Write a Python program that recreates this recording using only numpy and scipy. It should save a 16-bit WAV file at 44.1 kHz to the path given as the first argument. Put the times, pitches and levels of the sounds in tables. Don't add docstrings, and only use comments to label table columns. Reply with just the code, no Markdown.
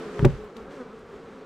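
import sys
import numpy as np
from scipy import signal
from scipy.fft import rfft, irfft, next_fast_len
from scipy.io import wavfile
from scipy.ndimage import uniform_filter1d, map_coordinates

SR = 44100
rng = np.random.default_rng(int(sys.argv[2]) if len(sys.argv) > 2 else 0)


def output_pcm(signal):
    pcm = np.clip(np.atleast_2d(signal).T, -1, 1) * 32767
    wavfile.write(sys.argv[1], SR, np.round(pcm).astype(np.int16))


def gain_from_decibels(decibels):
    exponent = np.asarray(decibels, float) / 20
    return 10 ** exponent


N = 63945


def unit(x):
    return x / np.sqrt(np.mean(x ** 2) + 1e-20)


def along(points, hz):
    point_hz, db = np.transpose(points)
    return np.interp(np.log(hz + 1), np.log(point_hz + 1), db, left=-120)


def curves(rows):
    seconds, *columns = np.transpose(rows)
    return [np.interp(np.arange(N) / SR, seconds, column) for column in columns]


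def wobble(rate):
    knots = rng.standard_normal(400)
    return map_coordinates(knots, [np.arange(N) * min(rate, 250) / SR])


def filtered(x, response):
    size = next_fast_len(x.shape[-1] + 8192)
    spectrum = rfft(x, size) * response(np.fft.rfftfreq(size, 1 / SR))
    return irfft(spectrum, size)[..., :x.shape[-1]]


def rush(spectrum, patchy_db):
    cells = signal.stft(rng.standard_normal((2, N + 512)), nperseg=512)[2]
    field = rng.standard_normal(cells.shape[1:])
    field = uniform_filter1d(field, size=8, axis=0)
    field = uniform_filter1d(field, size=5, axis=1)
    pair = signal.istft(cells * gain_from_decibels(patchy_db * unit(field)), nperseg=512)[1][:, :N]
    return unit(filtered(pair, lambda hz: gain_from_decibels(along(spectrum, hz))))


def wings(beat_hz, tones):
    turn = 2 * np.pi * (np.cumsum(beat_hz) / SR + rng.random())
    return sum(gain_from_decibels(db) * np.sin(k * turn + k * k) for k, db in tones)


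# frequency in Hz, harmonic gain in dB.
HUM_SPECTRUM = [(100, -36), (160, -0.5), (230, -3.5), (310, 5), (430, -2.5), (550, -5), (650, -15),
                (800, -15.5), (1250, -6.5), (1800, -19), (3000, -26.5), (6000, -34)]
BEES = 14
BEAT_HZ, BEAT_SPREAD = 226, 0.352
DRIFT, DRIFT_RATE = 0.035, 7
JITTER, JITTER_RATE = 0.03, 90
FLIT_DB, FLIT_RATE = 4, 14.14


def flying_bees():
    pair = np.zeros((2, N))
    for k in range(BEES):
        place = (k + rng.random()) / BEES - 0.5
        wander = DRIFT * wobble(DRIFT_RATE) + JITTER * wobble(JITTER_RATE)
        beat_hz = BEAT_HZ * np.exp(BEAT_SPREAD * place + wander)
        tone = wings(beat_hz, [(j, 0) for j in range(1, 20)])
        pair += gain_from_decibels(FLIT_DB * wobble(FLIT_RATE)) * tone * [[1], [(-1) ** k]]
    return unit(filtered(pair, lambda hz: gain_from_decibels(along(HUM_SPECTRUM, hz))))


# frequency in Hz, relative spectral density in dB per Hz.
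BLUR_SPECTRUM = [(76, -30), (130, -12.5), (157, -4), (247, -12), (301, -5), (448, 1), (539, -5), (633, -13),
                 (772, -10.5), (2500, -38.5), (3250, -41), (5500, -120)]


def inside_blur():
    return rush(BLUR_SPECTRUM, patchy_db=1.0)


# frequency in Hz, relative spectral density in dB per Hz.
HISS_SPECTRUM = [(700, -17), (1500, 1.5), (3000, -8.5), (6000, -16), (8300, -20.5), (10500, -31),
                 (12500, -30.5), (13800, -49), (14500, -48), (15600, -65)]


def wing_hiss():
    return rush(HISS_SPECTRUM, patchy_db=0.4)


# time in seconds, hum level in dB, wing hiss level in dB before an 8 dB lift.
SWARM_LEVELS = [(0, -41, -58), (.1, -41, -59.5), (.2, -44, -57), (.3, -41.5, -58.5), (.39, -45.5, -63.5),
                (.47, -45.5, -67.5), (.54, -48, -69.5), (.58, -44.5, -63), (.63, -46, -67),
                (.695, -45.5, -69.5), (.72, -44.5, -62), (.81, -45.5, -63), (.85, -46, -68.5),
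                (.94, -47.5, -68.5), (.99, -49, -66), (1.04, -49.5, -70), (1.14, -47, -65.5),
                (1.24, -47.5, -68), (1.35, -47.5, -66.5), (1.45, -47.5, -68.5)]
# frequency in Hz, side gain in dB before the width is added.
SIDE_SPECTRUM = [(60, -19), (110, -24), (200, -40), (380, -45), (700, -70), (1290, -22), (2380, -20),
                 (4400, -17.5), (8120, -14), (15000, -27)]
# time in seconds, width added to the side in dB.
WIDTH = [(0, 12), (.2, 12.5), (.4, 10.5), (.7, 4), (1.45, -35)]


def swarm():
    hum_db, hiss_db = curves(SWARM_LEVELS)
    hum = gain_from_decibels(-1.5) * flying_bees() + inside_blur()
    mid, side = gain_from_decibels(hum_db) * hum + gain_from_decibels(hiss_db + 8) * wing_hiss()
    side = filtered(side, lambda hz: gain_from_decibels(along([(1, -20)] + SIDE_SPECTRUM, hz)))
    return np.array([mid, gain_from_decibels(curves(WIDTH)[0]) * side])


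WAVER, WAVER_RATE = 0.008, 50
WAVER_DB, WAVER_DB_RATE = 2, 39.75


def bee(path, tones):
    beat_hz, level_db = curves(path)
    tone = wings(beat_hz * np.exp(WAVER * wobble(WAVER_RATE)), tones)
    return gain_from_decibels(level_db + WAVER_DB * wobble(WAVER_DB_RATE)) * tone


# time in seconds, wingbeat in Hz, level in dB.
NEAR_PATH = [(0, 212.8, -45), (.05, 213.8, -37.5), (.09, 209.6, -43.5), (.16, 210.1, -37.5),
             (.22, 203.4, -34), (.35, 213, -49), (.45, 214, -41.5), (.51, 200.4, -56), (.6, 226, -55),
             (.7, 208.5, -59.5), (.82, 220, -58), (.86, 210.1, -52), (.91, 218.2, -51.5), (1.0, 221, -48.5),
             (1.08, 214.9, -61), (1.14, 201.2, -43), (1.19, 228, -53.5), (1.29, 222.9, -53),
             (1.34, 215.3, -62.5), (1.45, 221.4, -51)]
# multiple of the wingbeat, relative level in dB.
NEAR_PARTIALS = [(1, -12), (2, 2), (3, -33), (4, -38), (5, -17), (6, -14.5)]


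def nearest_bee():
    return bee(NEAR_PATH, NEAR_PARTIALS)


# time in seconds, wingbeat in Hz, level in dB.
SLOW_PATH = [(0, 170.1, -42), (.07, 168, -43), (.13, 178.7, -44), (.19, 172, -35), (.26, 172, -55),
             (.32, 172, -83)]
# multiple of the wingbeat, relative level in dB.
SLOW_PARTIALS = [(1, -5), (2, -2.5), (3, -8), (4, -11)]


def leaving_bee():
    return bee(SLOW_PATH, SLOW_PARTIALS)


# frequency in Hz, relative spectral density in dB per Hz.
AIR_SPECTRUM = [(18, -4), (30, -8.5), (60, -8), (110, -10), (160, -45), (250, -61)]
# time in seconds, level in dB.
GUST_LEVELS = [(0, -53), (.2, -59), (.4, -48), (.45, -46.5), (.53, -61), (.6, -50), (.67, -58),
               (.75, -57.5), (.8, -62), (.98, -60), (1.07, -54.5), (1.1, -53), (1.2, -62), (1.34, -53.5),
               (1.45, -66)]


def breeze():
    level_db = curves(GUST_LEVELS)[0] + 1.4 * wobble(9.14)
    return gain_from_decibels(level_db) * rush(AIR_SPECTRUM, patchy_db=2.4) * gain_from_decibels([[0], [-14]])


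# frequency in Hz, level in dB, 60 dB decay time in seconds,
# side level relative to mid in dB.
BOX_MODES = [(58.1, -10.5, 0.22, -2.5), (75, -12.5, 0.12, -5), (138.8, -5.5, .17, -1.5),
             (172, -3.5, 0.1, -12), (236.2, -7.5, .11, -26), (369, -1, 0.051, -5.5), (438, -6, 0.11, -14),
             (557, -2.5, 0.063, -21), (802, -24.5, 0.16, -14), (871.4, -11.5, 0.11, -21),
             (955.5, -3, 0.065, -20), (1173, 0, 0.015, 2.5), (1300, 2, 0.025, -12), (1490, -18, 0.029, -5),
             (1930, -9, 0.09, -6)]
# time in seconds (the push peaks one contact time later), level in dB,
# contact time in seconds, lean to the left as a factor on the side.
TOOL_BLOWS = [(0.187, -19, 0.0083, 1.1), (0.1928, -27, 0.00069, 0.11), (0.199, -24.5, 0.0018, .5),
              (.2195, -57, 0.0052, .5), (0.2249, -9, 0.0028, 0.54), (.232, -17, 0.0026, -1.3),
              (0.2465, -16, 0.000708, 0.62), (.2490, -11.5, 0.00088, -1.17), (.2535, -8, 0.00133, 0.37),
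              (.2560, -8, 0.001987, 0.39), (0.263, -14, 0.0021, 0.55), (0.284, -29, 0.0048, 0.97),
              (.302, -26, 0.0041, 1.1), (0.333, -24.5, 0.0053, 0.23)]
BASS_FLOOR_HZ = 40


def without_sub_bass(hz):
    second_order = -hz ** 2 / (BASS_FLOOR_HZ ** 2 - hz ** 2 + 1.2j * hz * BASS_FLOOR_HZ)
    first_order = 1j * hz / (BASS_FLOOR_HZ + 1j * hz)
    return second_order ** 2 * first_order


def box_ring(t, wide):
    ring = np.zeros(len(t))
    for k, (hz, db, t60, side_db) in enumerate(BOX_MODES):
        decay = gain_from_decibels(db + wide * side_db - 60 * t / t60)
        ring += decay * np.sin(2 * np.pi * hz * t + wide * k)
    return ring


def knocks():
    out = np.zeros((2, N + SR))
    t = np.arange(SR // 3) / SR
    ring = np.array([box_ring(t, wide) for wide in (0, 1)])
    for s, db, contact, lean in TOOL_BLOWS:
        push = np.exp(-0.5 * ((t[:1500] - 2 * contact) / (contact / 4)) ** 2)
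        blow = signal.fftconvolve(ring, push[None] / push.sum(), axes=1) * [[1], [lean]]
        start = round((s - contact) * SR)
        out[:, start:start + blow.shape[1]] += gain_from_decibels(db) * blow
    return filtered(out[:, :N], without_sub_bass)


# start in seconds, level in dB, centre frequency in Hz,
# 60 dB decay time in seconds, lean to the left as a factor on the side.
TOOL_TICKS = [(0.1919, -21, 1250, 0.014, 0.18), (.2475, -23, 1770, 0.023, 0.19),
              (0.251, -20.5, 4700, 0.006, -0.55), (.2535, -28, 2030, 0.02, 0.2),
              (.302, -50, 4000, 0.014, .4), (.443, -58, 6860, .014, .1), (0.5662, -39, 3000, 0.016, 0.37),
              (0.57, -41, 6200, 0.0047, 0.015), (.709, -48, 2950, 0.021, .1), (.992, -57, 7000, .008, .1)]
TICK_RISE_S, TICK_OCTAVES = 0.00069, 0.86
TOP_HZ = 14400
SHELL_HZ, SHELL_WIDTH_HZ, SHELL_GAIN = 11900, 500, 1.5
SHELL_SIDE = 0.3


def shell(hz):
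    return SHELL_GAIN * np.exp(-0.5 * ((hz - SHELL_HZ) / SHELL_WIDTH_HZ) ** 2)


def ticks():
    out = np.zeros((2, N + SR))
    t = np.arange(2000) / SR
    swell = 1 - np.exp(-(t / TICK_RISE_S) ** 2)
    for s, db, centre_hz, t60, lean in TOOL_TICKS:
        def colour(hz):
            band = 1 / (1 + (np.log2((hz + 1) / centre_hz) / TICK_OCTAVES) ** 4)
            return band / (1 + (hz / TOP_HZ) ** 20) * (1 + shell(hz))
        mid, other = filtered(rng.standard_normal((2, len(t))), colour)
        side = filtered(lean * (mid + other), lambda hz: 1 / (1 + shell(hz) / SHELL_SIDE))
        envelope = gain_from_decibels(db - 60 * t / t60) * swell
        start = round(s * SR)
        out[:, start:start + len(t)] += np.array([mid, side]) / mid.std() * envelope
    return out[:, :N]


# time in seconds, wingbeat in Hz, level in dB.
PASSING_PATH = [(.5, 225, -68), (.58, 226, -44), (.64, 235, -60), (.69, 275, -48), (.75, 291, -49),
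                (.79, 262, -43.5), (0.818, 246, -38), (.87, 250, -74), (.95, 250, -51.5), (1.03, 255, -60),
                (1.199, 255, -65.5), (1.34, 265, -48), (1.45, 265, -61.5)]
# multiple of the wingbeat, relative level in dB.
PASSING_PARTIALS = [(1, 0.5), (2, -0.5), (3, -18), (4, -15), (5, -12), (6, -14)]


def passing_bee():
    return bee([(0, 225, -90)] + PASSING_PATH, PASSING_PARTIALS)


def scene():
    mid, side = swarm() + breeze() + knocks() + ticks()
    mid = mid + nearest_bee() + leaving_bee() + passing_bee()
    return np.array([mid + side, mid - side])


def low_pass(x):
    return signal.sosfilt(signal.butter(12, 15640, fs=SR, output="sos"), x)


def record(dry):
    return low_pass(dry)


dry = scene()
out = record(dry)
output_pcm(out)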